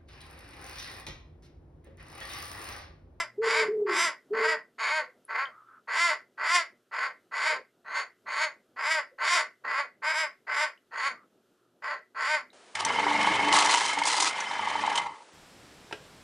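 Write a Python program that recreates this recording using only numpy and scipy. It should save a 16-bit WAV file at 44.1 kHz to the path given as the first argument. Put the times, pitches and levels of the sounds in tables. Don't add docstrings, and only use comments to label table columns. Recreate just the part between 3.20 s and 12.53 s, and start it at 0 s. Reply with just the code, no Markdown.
import sys
import numpy as np
from scipy import signal
from scipy.fft import rfft, irfft, next_fast_len
from scipy.io import wavfile
from scipy.ndimage import uniform_filter1d

SR = 44100
rng = np.random.default_rng(int(sys.argv[2]) if len(sys.argv) > 2 else 0)


def store_wav(level_fs):
    pcm = np.round(np.clip(np.atleast_2d(level_fs), -1, 1) * 32767)
    wavfile.write(sys.argv[1], SR, pcm.T.astype(np.int16))


N = 411453
TIME = np.arange(N) / SR

# (start [s], rise to crest [s], hold after crest [s], effort at crest [dB],
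#   swell up to crest [dB], gape at crest [0 narrow to 1 wide], time constant of beak opening [s],
#   nominal top pitch [Hz], clearness of note [0-1], strongest upper resonance before beak movement [Hz])
CAWS = [(-0.17, 0.15, 0.021, -23, 5.0, 1, 0.04, 352.0, 0.8, 4890),
        (0.215, 0.18, 0.041, -25.5, 6, 0.81, 0.013, 318.1, 0.6, 4740),
        (0.66, 0.17, 0.051, -25.5, 6.5, 1.12, 0.048, 344.8, 0.75, 4850),
        (1.127, 0.17, 0.046, -26, 6.7, 0.63, 0.055, 323.0, 0.85, 4813),
        (1.58, 0.18, 0.047, -28, 3, 0.59, 0.006, 315.2, 0.85, 4560),
        (2.079, 0.15, 0.01, -29, 7.5, 0.046, 0.023, 273.5, 0.6, 4736),
        (2.671, 0.17, 0.085, -25, 8.5, 1.03, 0.049, 348.9, 0.88, 4650),
        (3.172, 0.18, 0.044, -22.5, 13, 1.07, 0.086, 355.2, 0.93, 4676),
        (3.71, 0.15, 0.0125, -30, 4.5, 0.4, 0.02, 276, 0.4, 4700),
        (4.11, 0.18, 0.053, -27, 9, 0.77, 0.027, 314.9, 0.6, 4660),
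        (4.643, 0.14, 0.03, -29.5, 16, 0.72, 0.14, 300.0, 0.2, 4480),
        (5.055, 0.18, 0.024, -27.5, 11.5, 0.73, 0.036, 311.7, 0.65, 4520),
        (5.559, 0.17, 0.064, -26, 10.3, 0.82, 0.049, 322.8, 0.9, 4825),
        (5.98, 0.16, 0.075, -25, 7, 1.122, 0.051, 352.7, 0.55, 4640),
        (6.437, 0.158, 0.021, -28.0, 5.3, 0.46, 0.044, 287.7, 0.55, 4730),
        (6.818, 0.09, 0.05, -28.5, 2, 0.64, 0.013, 318.3, 0.85, 4850),
        (6.925, 0.073, 0.052, -28.5, 1, 0.82, 0.005, 320.5, 0.88, 4900),
        (7.266, 0.16, 0.028, -27.5, 5.5, 0.85, 0.051, 305.3, 0.55, 4850),
        (7.708, 0.16, 0.015, -28, 12.5, 0.68, 0.041, 277, 0.5, 4590.0),
        (8.619, 0.092, 0.04, -33.5, 1.3, 0.26, 0.006, 298.9, 0.2, 4820),
        (8.945, 0.18, 0.044, -26.5, 8, 0.78, 0.038, 307.7, 0.85, 4762)]
# (centre [Hz], width [Hz], level with narrow beak [dB], level with wide beak [dB])
THROAT = [(614.8, 154.4, 2, -7.5), (1050.3, 157, 6, 0.5), (1574, 391, 1.96, -4), (2066.5, 167, 5.5, 3.5),
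          (2960, 410, -21, -14), (3550, 318, -26, -12.5), (4730, 303, -15.5, -10), (5590, 350, -45, -15),
          (7083, 311, -29, -14.5), (8030, 410, -49, -22), (9490, 370, -41.5, -26), (10580, 410, -50, -32),
          (12800, 530, -63, -44.5)]
# (delay [ms], gain [ratio])
NEAR_ECHOES = [(1.97, .24), (4.47, .3), (5.24, .24), (6.55, .12)]
# (frequency [Hz], time to fall 60 dB [s])
YARD = [(300, 0.29), (1000, 0.12), (2000, 0.22), (3500, 0.11), (5200, 0.19), (8010, 0.12), (13900, 0.15)]
# (start [s], hold [s], fade [s], nominal top pitch [Hz],
#   pitch fall by end of hold [Hz], level before trim [dB], level sag over hold [dB])
COOS = [(.176, .27, .035, 460.5, 25.7, -28, 2.5), (0.477, 0.17, 0.14, 448.2, 51, -26.5, 4),
        (1.103, 0.18, 0.043, 454, 10, -29, 6.5)]
# (start [s], length [s], centre [Hz], width [Hz], level [dB])
FAR_CALLS = [(1.746, 0.19, 510.5, 24.3, -52.5), (2.253, 0.24, 1270, 183, -55.5),
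             (2.44, .19, 1346, 183, -54), (4.278, 0.17, 492, 84, -47), (5.895, 0.1, 535, 55, -61),
             (7.877, 0.21, 1235, 210, -60), (8.314, 0.23, 1296, 243.4, -77.5)]
# (start [s], level before trim [dB], centre [Hz])
TICKS = [(2.0512, -46, 10200), (2.2538, -26.5, 3167), (7.5764, -47, 2925), (7.7484, -53.5, 4730),
         (9.303, -51.5, 3850)]
# (frequency [Hz], relative level [dB per Hz])
FEATHERS = [(40, -34.5), (120, -13), (235, -0.5), (410, -4), (610, -5.5), (1010, -18.5), (3100, -54.5),
            (11900, -45.5)]
# (frequency [Hz], relative level [dB per Hz])
AIR = [(15, -71), (25, -14), (80, -49), (113, -13), (147, -30), (225, -11), (301, -47.5), (353, 1),
       (761, -32), (1330, -11.5), (2140, -25), (3020, -20.5), (4610, -25.5), (14000, -31.5)]
# (frequency [Hz], correlation [0-1])
PORT_LIKENESS = [(450, 1), (1400, .968), (2800, .955), (5500, .93), (9000, .74), (14000, .72)]
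# (middle [s], length [s], level before trim [dB])
FLURRIES = [(.55, 1.2, -62.5), (1.25, 0.58, -64), (2.35, 0.38, -78), (4.24, 0.74, -74.5),
            (5.35, 0.27, -71.5), (6.5, 0.34, -69), (7.9, 0.509, -74), (9.15, .6, -73)]
# (middle [s], length [s], level before drift [dB])
HUM_SWELLS = [(.3, 1.3, -66.5), (2.35, 1, -75.5)]

ATTACK_S, DROOP_DB, RELEASE_DB_PER_S = 0.013, 4, 362
SHUT, CLOSING_PER_S = -0.59, 3.7
HOARSE_HALF_S, CLEAR_HALF_S = 0.024, 0.06
UPPER_HZ = 4730


def gain_of(db):
    return 10 ** (np.asarray(db) / 20)


def evened(x):
    return x / np.sqrt(np.mean(x ** 2) + 1e-20)


def read(points, hz):
    f, value = np.transpose(points)
    return np.interp(np.log(hz + 1), np.log(f + 1), value)


def add(mix, start, sound):
    part = mix[max(round(start * SR), 0):][:len(sound)]
    part += sound[:len(part)]


def coloured(gain, size=N):
    padded = next_fast_len(size, real=True)
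    spectrum = rfft(rng.standard_normal(padded))
    spectrum = spectrum * gain(np.fft.rfftfreq(padded, 1 / SR))
    return evened(irfft(spectrum, padded)[:size])


def wander(rate_hz):
    return coloured(lambda hz: 1 / (1 + (hz / rate_hz) ** 4))


def resonance(hz, centre, width):
    return 1 / (1 + ((hz - centre) / (width / np.sqrt(2))) ** 2)


def swells(rows, rest_db):
    level = np.full(N, gain_of(rest_db))
    for middle, length, db in rows:
        span = abs(TIME - middle) < length / 2
        hump = gain_of(db) * np.cos(np.pi * (TIME[span] - middle) / length) ** 2
        level[span] = np.maximum(level[span], hump)
    return level


def current_note():
    start, rise, *_, top_hz, clearness, upper_hz = np.transpose(CAWS)
    crest, clearness = start + rise, np.clip(clearness, 0, 1)
    half = HOARSE_HALF_S + (CLEAR_HALF_S - HOARSE_HALF_S) * clearness
    note = np.searchsorted(start[1:], TIME)
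    along = (TIME - crest[note]) / half[note]
    return along, top_hz[note], clearness[note], upper_hz[note]


def syrinx(rasp_jitter=0.26):
    sag, note_jitter, shimmer = 0.075, 0.007, 0.36
    note_air, rasp_air = 0.012, 0.36
    along, top_hz, clearness, _ = current_note()
    rough = 1 - clearness ** 0.22 / (1 + ((along - 0.15) / 1.5) ** 6)
    pitch = top_hz * (1 - sag * np.minimum(along ** 2, 2.6))
    jitter = (note_jitter + rasp_jitter * rough) * wander(240)
    turns = np.cumsum(pitch * np.exp(jitter)) / SR
    turns = turns + 0.008 * wander(260)
    slaps = evened(np.sinc((turns % 1 - 0.5) * SR / pitch * 0.7))
    slaps = evened((slaps - slaps.mean()) * np.exp(shimmer * rough * wander(260)))
    puffs = evened(np.exp(-((turns - 0.5) % 1) / 0.68) * rng.standard_normal(N))
    air = note_air + rasp_air * rough
    return np.sqrt(1 - air) * slaps + np.sqrt(air) * puffs


def throat(source, gape, low_cut_hz=470, relax_db=3.5):
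    hz, t, z = signal.stft(source, SR, nperseg=512, noverlap=384)
    hz, gape = hz[:, None], np.interp(t, TIME, gape)
    along, _, _, upper_hz = current_note()
    falling = np.interp(t, TIME, np.clip(along, -1, 1))
    tuning = np.interp(t, TIME, upper_hz / UPPER_HZ + 0.008 * wander(5))
    tuning = tuning + 0.035 * (gape - 0.7)
    beak_tuning = 1 + 0.04 * (gape - 0.8) + 0.02 * np.interp(t, TIME, wander(4))
    power, lag = 0, 0
    for centre, width, narrow_db, wide_db in THROAT:
        db = narrow_db + gape * (wide_db - narrow_db)
        if centre == THROAT[0][0]:
            db = db + relax_db * falling
        moving = centre * (tuning if centre > 4000 else beak_tuning if centre > 1500 else 1)
        power = power + (resonance(hz, moving, width) * gain_of(db)) ** 2
        lag = lag + 4 * np.arctan((hz - centre) / (width / 2))
    low_cut = hz ** 4 / (hz ** 4 + low_cut_hz ** 4)
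    z = z * np.sqrt(power) * np.exp(-1j * lag) * low_cut
    return signal.istft(z, SR, nperseg=512, noverlap=384)[1][:N]


def caw(t, rise, hold, crest_db, swell_db, widest, opening):
    past = np.maximum(t - rise, 0)
    db = crest_db - swell_db * np.maximum(1 - t / rise, 0)
    db = db - DROOP_DB * np.minimum(past / hold, 1) ** 2
    db = db - RELEASE_DB_PER_S * np.maximum(past - hold, 0)
    effort = gain_of(db) * (1 - np.exp(-t / ATTACK_S)) ** 1.5
    opened = np.minimum(np.expm1(-t / opening) / np.expm1(-rise / opening), 1)
    gape = SHUT + (widest - SHUT) * opened - CLOSING_PER_S * past
    return effort, gape


def jackdaw(level_db=0, quiver_hz=35):
    longest_s, quiver_db = 0.4, 1.1
    effort, gape = np.zeros(N), np.full(N, SHUT)
    for start, *shape, _, _, _ in CAWS:
        span = (TIME > start) & (TIME < start + longest_s)
        caw_effort, caw_gape = caw(TIME[span] - start, *shape)
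        effort[span] = np.maximum(effort[span], caw_effort)
        gape[span] = np.maximum(gape[span], caw_gape)
    voice = throat(syrinx(), np.clip(gape, -0.9, 1.3))
    voice = voice + sum(gain * np.roll(voice, round(ms * SR / 1000)) for ms, gain in NEAR_ECHOES)
    main_band = signal.butter(3, [800, 2600], "band", fs=SR, output="sos")
    body = signal.sosfiltfilt(main_band, voice)
    voice = voice / np.sqrt(uniform_filter1d(body ** 2, size=1100) + 1e-12)
    return gain_of(level_db + quiver_db * wander(quiver_hz)) * voice * effort


def scuffle(beat_hz=8, level_db=6.0):
    beat_db, rustle_db = 3.5, -79.5
    beats = gain_of(level_db + beat_db * wander(beat_hz))
    rush = coloured(lambda hz: gain_of(read(FEATHERS, hz)))
    return swells(FLURRIES, rustle_db) * beats * rush


def garden(swell_db=1, waver=0.026, hum_drift_db=2, octave_db=-5):
    air_db, hum_hz, hum_rest_db = -73.5, 119, -88.5
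    air = coloured(lambda hz: gain_of(read(AIR, hz)))
    air = gain_of(air_db + swell_db * wander(2.3)) * air
    phase = 2 * np.pi * hum_hz * np.cumsum(1 + waver * wander(22)) / SR
    hum_level = swells(HUM_SWELLS, hum_rest_db) * gain_of(hum_drift_db * wander(2))
    return air + hum_level * (np.sin(phase) + gain_of(octave_db) * np.sin(2 * phase))


def pigeon(overtone_db=-47, level_db=-0.5, wall_db=-8, fade_db=24):
    waver, wall_s, tremble_db = 0.014, 0.085, 1.8
    attack_s, scoop_hz, scoop_s = 0.0086, 130, 0.014
    out, drift = np.zeros(N), 1 + waver * wander(50)
    for start, hold, fade, top_hz, fall_hz, db, sag_db in COOS:
        t = TIME[TIME < hold + 2 * fade]
        hz = top_hz - scoop_hz * np.exp(-t / scoop_s)
        hz = hz - fall_hz * np.minimum((t / hold) ** 2, 2.3)
        phase = 2 * np.pi * np.cumsum(hz * drift[:len(t)]) / SR
        fading_db = fade_db * (np.maximum(t - hold, 0) / fade) ** 2
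        swell = (1 - np.exp(-(t / attack_s) ** 2)) * gain_of(db - sag_db * t / hold - fading_db)
        tone = np.sin(phase) + gain_of(overtone_db) * np.sin(2 * phase)
        add(out, start, np.sqrt(2) * swell * tone)
    out = out * gain_of(tremble_db * wander(40))
    wall = gain_of(wall_db) * np.roll(out, round(wall_s * SR))
    return gain_of(level_db) * (out + wall)


def far_birds():
    out = np.zeros(N)
    for start, length, centre, width, db in FAR_CALLS:
        size = int(length * SR)
        call = coloured(lambda hz: resonance(hz, centre, width), size)
        add(out, start, gain_of(db) * call * signal.windows.tukey(size, 0.8))
    return out


def ticks(t60=0.023, spread=0.041, level_db=-3):
    out, t, attack_s = np.zeros(N), TIME[:2048], 0.0006
    for start, db, centre in TICKS:
        ring = coloured(lambda hz: resonance(hz, centre, spread * centre), len(t))
        decay = gain_of(db + level_db - 60 * t / t60)
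        add(out, start, decay * np.minimum(t / attack_s, 1) * ring)
    return out


def yard(x, gap_s=0.01, dull_hz=6400):
    taps = rng.standard_normal(SR) * (rng.random(SR) < 3000 / SR) * (TIME[:SR] > gap_s)
    hz, t, z = signal.stft(taps, SR, nperseg=256)
    z = z * gain_of(-60 * t / read(YARD, hz)[:, None])
    z = z / np.sqrt(1 + (hz[:, None] / dull_hz) ** 2)
    tail = signal.istft(z, SR, nperseg=256)[1]
    midrange = abs(rfft(tail, SR)[500:3000])
    return signal.fftconvolve(x, tail / np.sqrt(np.mean(midrange ** 2)))[:N]


def ports(x, scatter_s=0.021):
    same = np.clip(read(PORT_LIKENESS, np.fft.rfftfreq(N, 1 / SR)), 0, 1)
    scatter = rng.standard_normal(SR) * np.exp(-TIME[:SR] / scatter_s)
    side = signal.fftconvolve(x, scatter / np.linalg.norm(scatter))[:N]
    side = irfft(rfft(side) * np.sqrt((1 - same) / (1 + same)), N)
    return np.array([x + side, x - side])


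def scene(coo_wet_db=-14):
    near_wet_db = -9
    near, coos = jackdaw() + ticks(), pigeon()
    returns = yard(gain_of(near_wet_db) * near + gain_of(coo_wet_db) * coos)
    return ports(near + coos + returns + far_birds() + scuffle() + garden())


def record(dry):
    edge_hz = 14150
    low_pass = signal.firwin(255, edge_hz, window=("kaiser", 8), fs=SR)
    return signal.oaconvolve(dry, low_pass[None], "same")


dry = scene()
out = record(dry)
store_wav(out)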